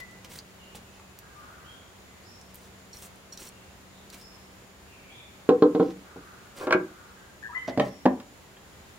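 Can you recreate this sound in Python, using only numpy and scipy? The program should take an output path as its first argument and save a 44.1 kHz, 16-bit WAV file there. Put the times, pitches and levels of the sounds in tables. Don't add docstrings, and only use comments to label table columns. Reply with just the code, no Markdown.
import sys
import numpy as np
from scipy import signal
from scipy.fft import rfft, irfft, next_fast_len
from scipy.io import wavfile
from scipy.ndimage import map_coordinates

SR = 44100
rng = np.random.default_rng(int(sys.argv[2]) if len(sys.argv) > 2 else 0)


def pcm_store(signal):
    levels = np.round(np.clip(np.atleast_2d(signal), -1, 1) * 32767)
    wavfile.write(sys.argv[1], SR, levels.astype(np.int16).T)


def gain_from_db(level_db):
    decades = np.asarray(level_db, float) / 20
    return 10 ** decades


N = 396018
TIME = np.arange(N) / SR

# f/Hz, level/dB, t60/s
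LID_ON_PAN = [(187, -14, 0.26), (303, 2.5, 0.095), (365.5, 4, 0.22), (499, 4, 0.15), (595, -0.5, 0.21),
              (750, -3, 0.1), (1020, -1, 0.08), (1117, -3, .2), (1170, -6.5, 0.21), (1360, -6, .25),
              (1620, -5.5, .14), (2210, -12, .1), (2484, -14, 0.16), (3050, -21, 0.11)]
# f/Hz, t60/s
KITCHEN = [(120, 0.46), (400, 0.27), (1500, 0.27), (4000, 0.098), (12000, 0.042)]


def unit(x):
    return x / np.sqrt(np.mean(x ** 2) + 1e-20)


def along(points, hz):
    f, v = np.transpose(points)
    return np.interp(np.log(hz + 1), np.log(f + 1), v)


def wobble(rate_hz):
    knots = rng.standard_normal(int(N * rate_hz / SR) + 4)
    return map_coordinates(knots, [TIME * rate_hz])


def filtered(x, response):
    m = next_fast_len(x.shape[-1] + SR // 4)
    spectrum = rfft(x, m) * response(np.fft.rfftfreq(m, 1 / SR))
    return irfft(spectrum, m)[..., :x.shape[-1]]


def resonant(peaks):
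    def response(f):
        total = 0
        for k, (centre, width, db) in enumerate(peaks):
            peak = 1j * f * width / (centre * centre - f * f + 1j * f * width)
            total = total + (-1) ** k * gain_from_db(db) * peak
        return total
    return response


def diffuse(size, alike):
    def mid_side(hz):
        angle = np.arccos(np.clip(along(alike, hz), -1, 1)) / 2
        return np.array([np.cos(angle), np.sin(angle)])
    mid, side = filtered(rng.standard_normal((2, size)), mid_side)
    return np.array([mid + side, mid - side])


def echoes(x, decay, gap_s):
    # f/Hz, likeness/1
    alike = [(60, .99), (400, 0.98), (900, 0.42), (2000, 0.067), (6000, 0.097)]
    hz, t, z = signal.stft(diffuse(SR * 3 // 4, alike), SR, nperseg=256)
    tail = signal.istft(z * gain_from_db(-60 * t / along(decay, hz)[:, None]), SR, nperseg=256)[1]
    tail = np.pad(tail / np.linalg.norm(tail[0]), ((0, 0), (round(gap_s * SR), 0)))
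    return signal.fftconvolve(x[None], tail, axes=1)[:, :N]


def ports(x, lag_s, pan_db):
    half = np.array([[.5], [-.5]])

    def response(hz):
        direct = np.exp(-2j * np.pi * hz * lag_s * half)
        bounce = gain_from_db(-31) * np.exp(-2j * np.pi * hz * (0.001286 + 0.13 * lag_s * half))
        return gain_from_db(pan_db * half) * (direct + bounce)
    return filtered(x, response)


def add(track, s, sound):
    part = track[max(round(s * SR), 0):][:len(sound)]
    part += sound[:len(part)]


def pressure(rows, order, rise, lift_s):
    out = np.zeros(N)
    for row in rows:
        length = row[1]
        t = TIME[:round(length * SR)]
        ramp = np.minimum(t / (rise * length), (length - t) / min(lift_s, length))
        add(out, row[0], gain_from_db(row[order]) * np.clip(ramp, 0, 1))
    return out


def grains(spiky_db, clump_db):
    level_db = spiky_db * rng.exponential(size=N) + clump_db * wobble(150)
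    return gain_from_db(level_db) * rng.standard_normal(N)


def strokes():
    # t/s, length/s, skin hiss level/dB, grit level/dB
    rubs = [(0, 0.014, -47.5, -42.5), (.243, 0.025, -52, -46), (.29, 0.12, -50, -50.5),
            (.747, 0.045, -49, -48.5), (.91, 0.087, -75, -62.5), (2.47, 0.13, -74, -63.5),
            (2.535, 0.071, -60, -76), (2.59, .11, -61.5, -60.5), (2.928, 0.11, -54, -59),
            (3.015, 0.069, -47.5, -55), (3.324, 0.037, -52, -51.5), (3.38, 0.124, -48.5, -52),
            (4.122, 0.052, -52, -50.5), (4.16, 0.096, -60, -60), (5.81, 0.13, -70, -55.5),
            (6.55, 0.13, -54.5, -50), (7.672, 0.046, -68, -45), (7.8, 0.11, -61, -52)]
    # f/Hz, density/dB
    skin_colour = [(4000, -43), (6000, -4), (8500, -0.5), (12000, -7.5), (15600, -4)]
    # f/Hz, density/dB
    grit_colour = [(300, 9), (600, 5.5), (1500, 3), (3500, 3), (6000, 1), (8000, -19.5)]
    rise, lift_s = 0.17, 0.032
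    skin = filtered(grains(spiky_db=-0.5, clump_db=2.0), lambda hz: gain_from_db(along(skin_colour, hz)))
    grit = filtered(grains(spiky_db=2.5, clump_db=2.5), lambda hz: gain_from_db(along(grit_colour, hz)))
    hiss = pressure(rubs, 2, rise, lift_s) * unit(skin)
    return hiss + pressure(rubs, 3, rise, lift_s) * unit(grit)


def spoon():
    # t/s, length/s, level/dB
    scrapes = [(2.929, .042, -47), (2.968, .02, -54), (3.02, .05, -60), (3.323, .04, -45.5),
               (3.385, .08, -58), (3.47, .035, -52), (4.125, .028, -54)]
    dish = resonant([(4250, 200, 0), (5680, 200, 2.5), (6950, 220, -3), (8200, 260, -3)])
    chatter = filtered(grains(spiky_db=2, clump_db=1.5), lambda hz: dish(hz) ** 2)
    return pressure(scrapes, order=2, rise=.03, lift_s=0.038) * unit(chatter)


def ticks():
    # t/s, peak/dB, f/Hz, broad part/dB
    snaps = [(0.111, -46.5, 8500, -8), (0.247, -35, 3300, -10), (0.388, -29, 4800, -16),
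             (0.748, -41.5, 2740, -23), (0.998, -41, 1070, -26), (1.189, -29, 14500, -6.5),
             (2.413, -41.5, 5600, -10.5), (2.545, -37, 12600, -11.5), (2.556, -33, 12000, -31),
             (2.97, -38, 5750, -23), (3.023, -35, 6400, 13), (3.157, -48.5, 9000, -30),
             (3.376, -39, 4020, -24), (3.374, -31, 5740, -13.5), (3.428, -40, 6960, -8.5),
             (3.489, -38, 8100, -22.5), (3.998, -56, 2310, -9), (4.101, -37, 4200, -13),
             (4.144, -38, 2170, -4.5), (4.213, -41.5, 5570, -7), (6.586, -40.5, 7400, -10),
             (7.688, -39.5, 3340, -21)]
    # t/s, level/dB, f/Hz, t60/s
    taps = [
        (0.747, -48, 462, 0.16),
        (.748, -43.5, 804, 0.041),
    ]
    out, t = np.zeros(N), TIME[:SR // 4]
    for s, db, hz, broad_db in snaps:
        t60_s = 0.02 * (4000 / hz) ** 0.37
        snap = gain_from_db(-60 * t / t60_s) * rng.standard_normal(len(t))
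        snap = filtered(snap, resonant([(hz, 0.17 * hz, 0), (6000, 8000, broad_db)]))
        add(out, s, gain_from_db(db) * snap / np.abs(snap).max())
    for s, db, hz, t60_s in taps:
        add(out, s, gain_from_db(db - 60 * t / t60_s) * np.sin(2 * np.pi * hz * t))
    return out


def hands():
    out = strokes() + spoon() + ticks()
    return ports(out, lag_s=.00001, pan_db=-1.5) + gain_from_db(-7) * echoes(out, KITCHEN, gap_s=.004)


def whistles(calls, waver, trill):
    out = np.zeros(N)
    for s, length, from_hz, to_hz, db in calls:
        t = TIME[:round(length * SR)]
        pitch = to_hz + (from_hz - to_hz) * np.exp(-8 * t / length)
        pitch = pitch * (1 + waver[round(s * SR):][:len(t)])
        swell = np.sin(np.pi * t / length) ** .5
        swell = swell * (1 - trill * np.cos(np.pi * 112 * t) ** 2)
        add(out, s, gain_from_db(db) * swell * np.sin(2 * np.pi * np.cumsum(pitch) / SR))
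    return out


def birds():
    # t/s, length/s, from f/Hz, to f/Hz, level/dB
    near_notes = [
        (0, 0.042, 2210, 1964, -37.5),
        (1.35, 0.1, 1200, 1200, -45.5),
        (7.488, 0.031, 1170, 960, -38.5),
        (7.523, 0.027, 900, 1300, -37.5),
        (7.548, 0.041, 1930, 2033, -25.5),
        (7.55, 0.039, 1020, 1050, -42),
        (7.555, 0.067, 3000, 3050, -49),
    ]
    near_trill = [
        (7.425, 0.063, 1470, 1740, -32),
    ]
    far_notes = [(0.57, 0.12, 3250, 2860, -52), (0.825, 0.16, 2830, 2550, -58.5),
                 (1.216, 0.023, 1570, 1650, -48.5), (1.63, 0.14, 2800, 3280, -50.5),
                 (2.05, 0.095, 2040, 2037, -60), (2.21, 0.16, 3700, 5430, -52.5),
                 (3.502, 0.11, 2900, 2750, -60), (4.165, 0.16, 4320, 5320, -52),
                 (5.09, 0.12, 2850, 3500, -48.5), (7.154, 0.067, 1666, 1590, -51),
                 (7.84, 0.14, 4670, 5540, -56)]
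    far_trills = [
        (3.88, 0.14, 3430, 3800, -57),
        (4.865, .12, 2750, 2580, -50),
        (4.96, 0.3, 2500, 2370, -51.5),
    ]
    # f/Hz, t60/s
    garden = [(1000, 0.68), (2000, 0.91), (6000, 0.7)]
    near_waver, far_waver = .009 * wobble(88), .012 * wobble(200)
    near = whistles(near_notes, near_waver, trill=0.5)
    near = near + whistles(near_trill, 4.4 * near_waver, trill=0.97)
    far = whistles(far_notes, far_waver, trill=0.1)
    far = far + whistles(far_trills, 3.5 * far_waver, trill=.7)
    far = far * (1 + .5 * wobble(900))
    out = ports(near, lag_s=-0.00017, pan_db=7) + gain_from_db(-4.5) * echoes(near, garden, gap_s=0.015)
    return out + echoes(far, garden, gap_s=0.000966)


def room_air():
    # f/Hz, density/dB
    colour = [(15, -57), (25, -17.5), (70, 1), (170, -6), (503, -8.5), (2000, -14), (9070, -26),
              (16000, -29.5)]
    # f/Hz, likeness/1
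    alike = [(60, 1), (180, 0.66), (550, 0.49), (1650, 0.014), (4970, 0.053), (15000, 0.02)]
    air = filtered(diffuse(N, alike), lambda hz: gain_from_db(along(colour, hz)))
    return unit(air) * gain_from_db(-51.5 + .5 * wobble(8))


def insects():
    band = resonant([(6905, 510, 0)])
    song = filtered(rng.standard_normal((2, N)), lambda hz: band(hz) ** 2)
    return unit(song) * gain_from_db(-67 + .8 * wobble(10.0))


def motor_hum():
    # t/s, length/s, level/dB
    loud_spans = [
        (0, 1.16, -56),
        (2.39, 2.55, -57),
    ]
    phase = 2 * np.pi * np.cumsum(190.5 + 1.25 * wobble(20)) / SR
    level = np.maximum(gain_from_db(-63.5), pressure(loud_spans, order=2, rise=.015, lift_s=0.018))
    hum = level * gain_from_db(0.63 * wobble(2.805)) * np.sin(phase)
    return hum + gain_from_db(-67.0 + 0.5 * wobble(1.2)) * np.sin(2 * phase)


def crows():
    # t/s, length/s, level/dB
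    caws = [
        (1.2, 0.36, -56),
        (1.4, 0.57, -52),
        (6.03, 0.65, -51),
        (6.86, 0.53, -52.5),
    ]
    beak = resonant([(1270, 470, 4.5), (1690, 1270, -2)])
    pitch_hz = 410 * (1 + 0.026 * wobble(40))
    cycle = np.cumsum(pitch_hz) / SR
    pulses = np.diff(np.floor(cycle), prepend=0) * gain_from_db(3.5 * rng.standard_normal(N))
    hoarse = unit(pulses) + 3 * rng.standard_normal(N)
    voice = unit(filtered(hoarse, lambda hz: beak(hz) ** 2))
    call = pressure(caws, order=2, rise=0.045, lift_s=0.33) * voice
    return gain_from_db(-3.5) * echoes(call, [(1000, 0.18), (2000, 0.1)], gap_s=0.00095)


def squeezed(t, ring):
    # from f/Hz, to f/Hz, closing time/s, level/dB, t60/s
    pocket = (416.5, 495, 0.029, 0.55, 0.36)
    from_hz, to_hz, closing_s, db, t60_s = pocket
    pitch = from_hz + (to_hz - from_hz) * np.clip(t / closing_s, 0, 1)
    return -gain_from_db(db - 60 * t / (ring * t60_s)) * np.sin(2 * np.pi * np.cumsum(pitch) / SR)


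def knocks(blows, modes, lag_s, pan_db, wet_db, clack_db, settle_s, choke_db, footed=False):
    out, t = np.zeros(N), TIME[:SR // 2]
    hz, level, t60_s = np.transpose(modes)[:, :, None]
    t60_s = np.minimum(t60_s, .4 * (300 / hz) ** .6)
    choke = gain_from_db(choke_db * np.clip((t - settle_s) / 0.008, 0, 1))
    for s, db, tilt_db, ring, crack_db in blows:
        strength = level + tilt_db * np.log2(hz / 500) + rng.normal(0, 1, hz.shape)
        decay = gain_from_db(strength - 60 * t / (0.98 * ring * t60_s))
        tones = (decay * np.sin(-2 * np.pi * hz * t)).sum(0)
        if footed:
            tones = tones + squeezed(t, ring)
        clack = gain_from_db(-60 * t / (.15 * ring)) * rng.standard_normal(len(t))
        small_modes = np.c_[hz, .12 * hz, strength - 7 * np.log2(1 + hz / 1500)]
        clack = filtered(clack, resonant(small_modes))
        crack = gain_from_db(-60 * t / 0.03) * rng.standard_normal(len(t))
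        crack = filtered(crack, resonant([(3000, 6300, 0.027)]))
        blow = tones / np.abs(tones).max() + gain_from_db(clack_db) * clack / np.abs(clack).max()
        blow = blow + gain_from_db(crack_db) * crack
        add(out, s, gain_from_db(db) * blow * choke * (1 - np.exp(-t / .0006)))
    out = filtered(out, lambda f: (1j * f / (1j * f + 88)) ** 4)
    out = filtered(out, lambda f: (1 + 1j * f / 5000) ** -3)
    return ports(out, lag_s, pan_db) + gain_from_db(wet_db) * echoes(out, KITCHEN, gap_s=.006)


def bowl():
    # f/Hz, level/dB, t60/s
    modes = [(189, -14, .45), (262, -13, .3), (297, -3.5, .5), (335, -5, .2), (392, -9, .25),
             (578, -18, .3), (761, -12, .28), (882, -21, .2), (945, -21, .25), (1052, -12, .18),
             (1292, -19, .15), (1550, -23, .12), (3290, -27, .09), (4290, -19, .08)]
    # t/s, peak/dB, tilt/(dB/octave), ring time factor/1, crack/dB
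    touch = [
        (5.49, 1, -0.33, 0.67, -17),
    ]
    down = [
        (5.6225, 1.5, -0.5, 0.65, -26.5),
    ]
    rock = [
        (5.749, -7.5, -2.5, .7, -17.5),
        (5.798, -2.5, -3, 0.77, -34),
        (5.828, -19, -6.5, 0.23, -15),
        (6.16, -28, -7.5, 0.36, -33),
    ]
    return (knocks(touch, modes, .00008, -.9, wet_db=-12, clack_db=-13, settle_s=.046, choke_db=-10, footed=True)
            + knocks(down, modes, .00007, 0.0, wet_db=-12, clack_db=-13, settle_s=.047, choke_db=-11, footed=True)
            + knocks(rock, modes, .00007, -0.5, wet_db=-9.5, clack_db=-9, settle_s=0.035, choke_db=-15.5,
                     footed=True))


def lid_drag():
    # t/s, length/s, level/dB
    slides = [
        (6.55, 0.084, -40.5),
        (6.598, 0.057, -28),
    ]
    peaks = [(hz, 30 + 0.018 * hz, db + 0.1 * np.log2(hz / 500)) for hz, db, _ in LID_ON_PAN]
    rough = unit(filtered(grains(spiky_db=5.5, clump_db=5), resonant(peaks)))
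    out = pressure(slides, order=2, rise=0.33, lift_s=0.04) * rough
    return ports(out, lag_s=.0001, pan_db=0.0) + gain_from_db(-1) * echoes(out, KITCHEN, gap_s=0.0057)


def lid_knocks():
    # f/Hz, level/dB, t60/s
    tilted = [(127, -18, 0.34), (200, -10.5, 0.27), (265, -3, .2), (359.5, -4, 0.24), (447, -5, 0.24),
              (581, 3.5, 0.13), (663, 2.5, 0.16), (815, -2.5, 0.11), (984, -7, 0.13), (1200, -8, 0.077),
              (1855, -3, 0.14), (2330, -10.5, .13), (3220, -5.5, .1), (3960, -37, .1)]
    flat = [(89, -19, 0.45), (129, -17.5, 0.37), (187.5, -6.5, .3), (263.4, 0.5, 0.26), (338, -3.5, 0.24),
            (462, -1, 0.15), (582, -4, 0.22), (617, -10.5, 0.18), (770, -7.5, 0.24), (976, -9.5, .15),
            (1137, -13, .12), (1300, -22, .09), (1760, -16.5, 0.083), (3180, -32.5, .07)]
    # t/s, peak/dB, tilt/(dB/octave), ring time factor/1, crack/dB
    up = [
        (6.67, -11.5, 0.5, 0.72, -13),
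        (6.707, -5, 6, 0.23, -14),
        (6.724, 0, 7.5, 0.34, -10.5),
        (6.748, -5.5, -7.5, 0.36, -39),
    ]
    down = [
        (7.68, -14, -6, 0.53, -35),
        (7.775, -5, -7.5, 0.3, -15),
        (7.797, -2.5, -1, 0.29, -13),
    ]
    drop = [
        (8.055, -1, -1.5, 0.21, -17.5),
        (8.0595, -7.5, 0.5, 0.73, -11),
        (8.2, -37.5, 7, 0.91, 8),
        (8.568, -40, 17, 0.57, -12),
    ]
    return (knocks(up, LID_ON_PAN, .00008, 0.4, wet_db=-9.5, clack_db=-8, settle_s=0.074, choke_db=-5)
            + knocks(down, tilted, .00008, -1.0, wet_db=-8.0, clack_db=-6, settle_s=0.044, choke_db=0)
            + knocks(drop, flat, .00008, -0.5, wet_db=-13.0, clack_db=-3.5, settle_s=0.038, choke_db=3.5))


def scene():
    background = room_air() + insects() + motor_hum()
    return hands() + birds() + background + crows() + bowl() + lid_drag() + lid_knocks()


def top_cut(x):
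    return signal.sosfilt(signal.butter(12, 16800, fs=SR, output="sos"), x)


def record(dry):
    mix = filtered(dry, lambda hz: hz < 15830)
    return top_cut(mix)


dry = scene()
out = record(dry)
pcm_store(out)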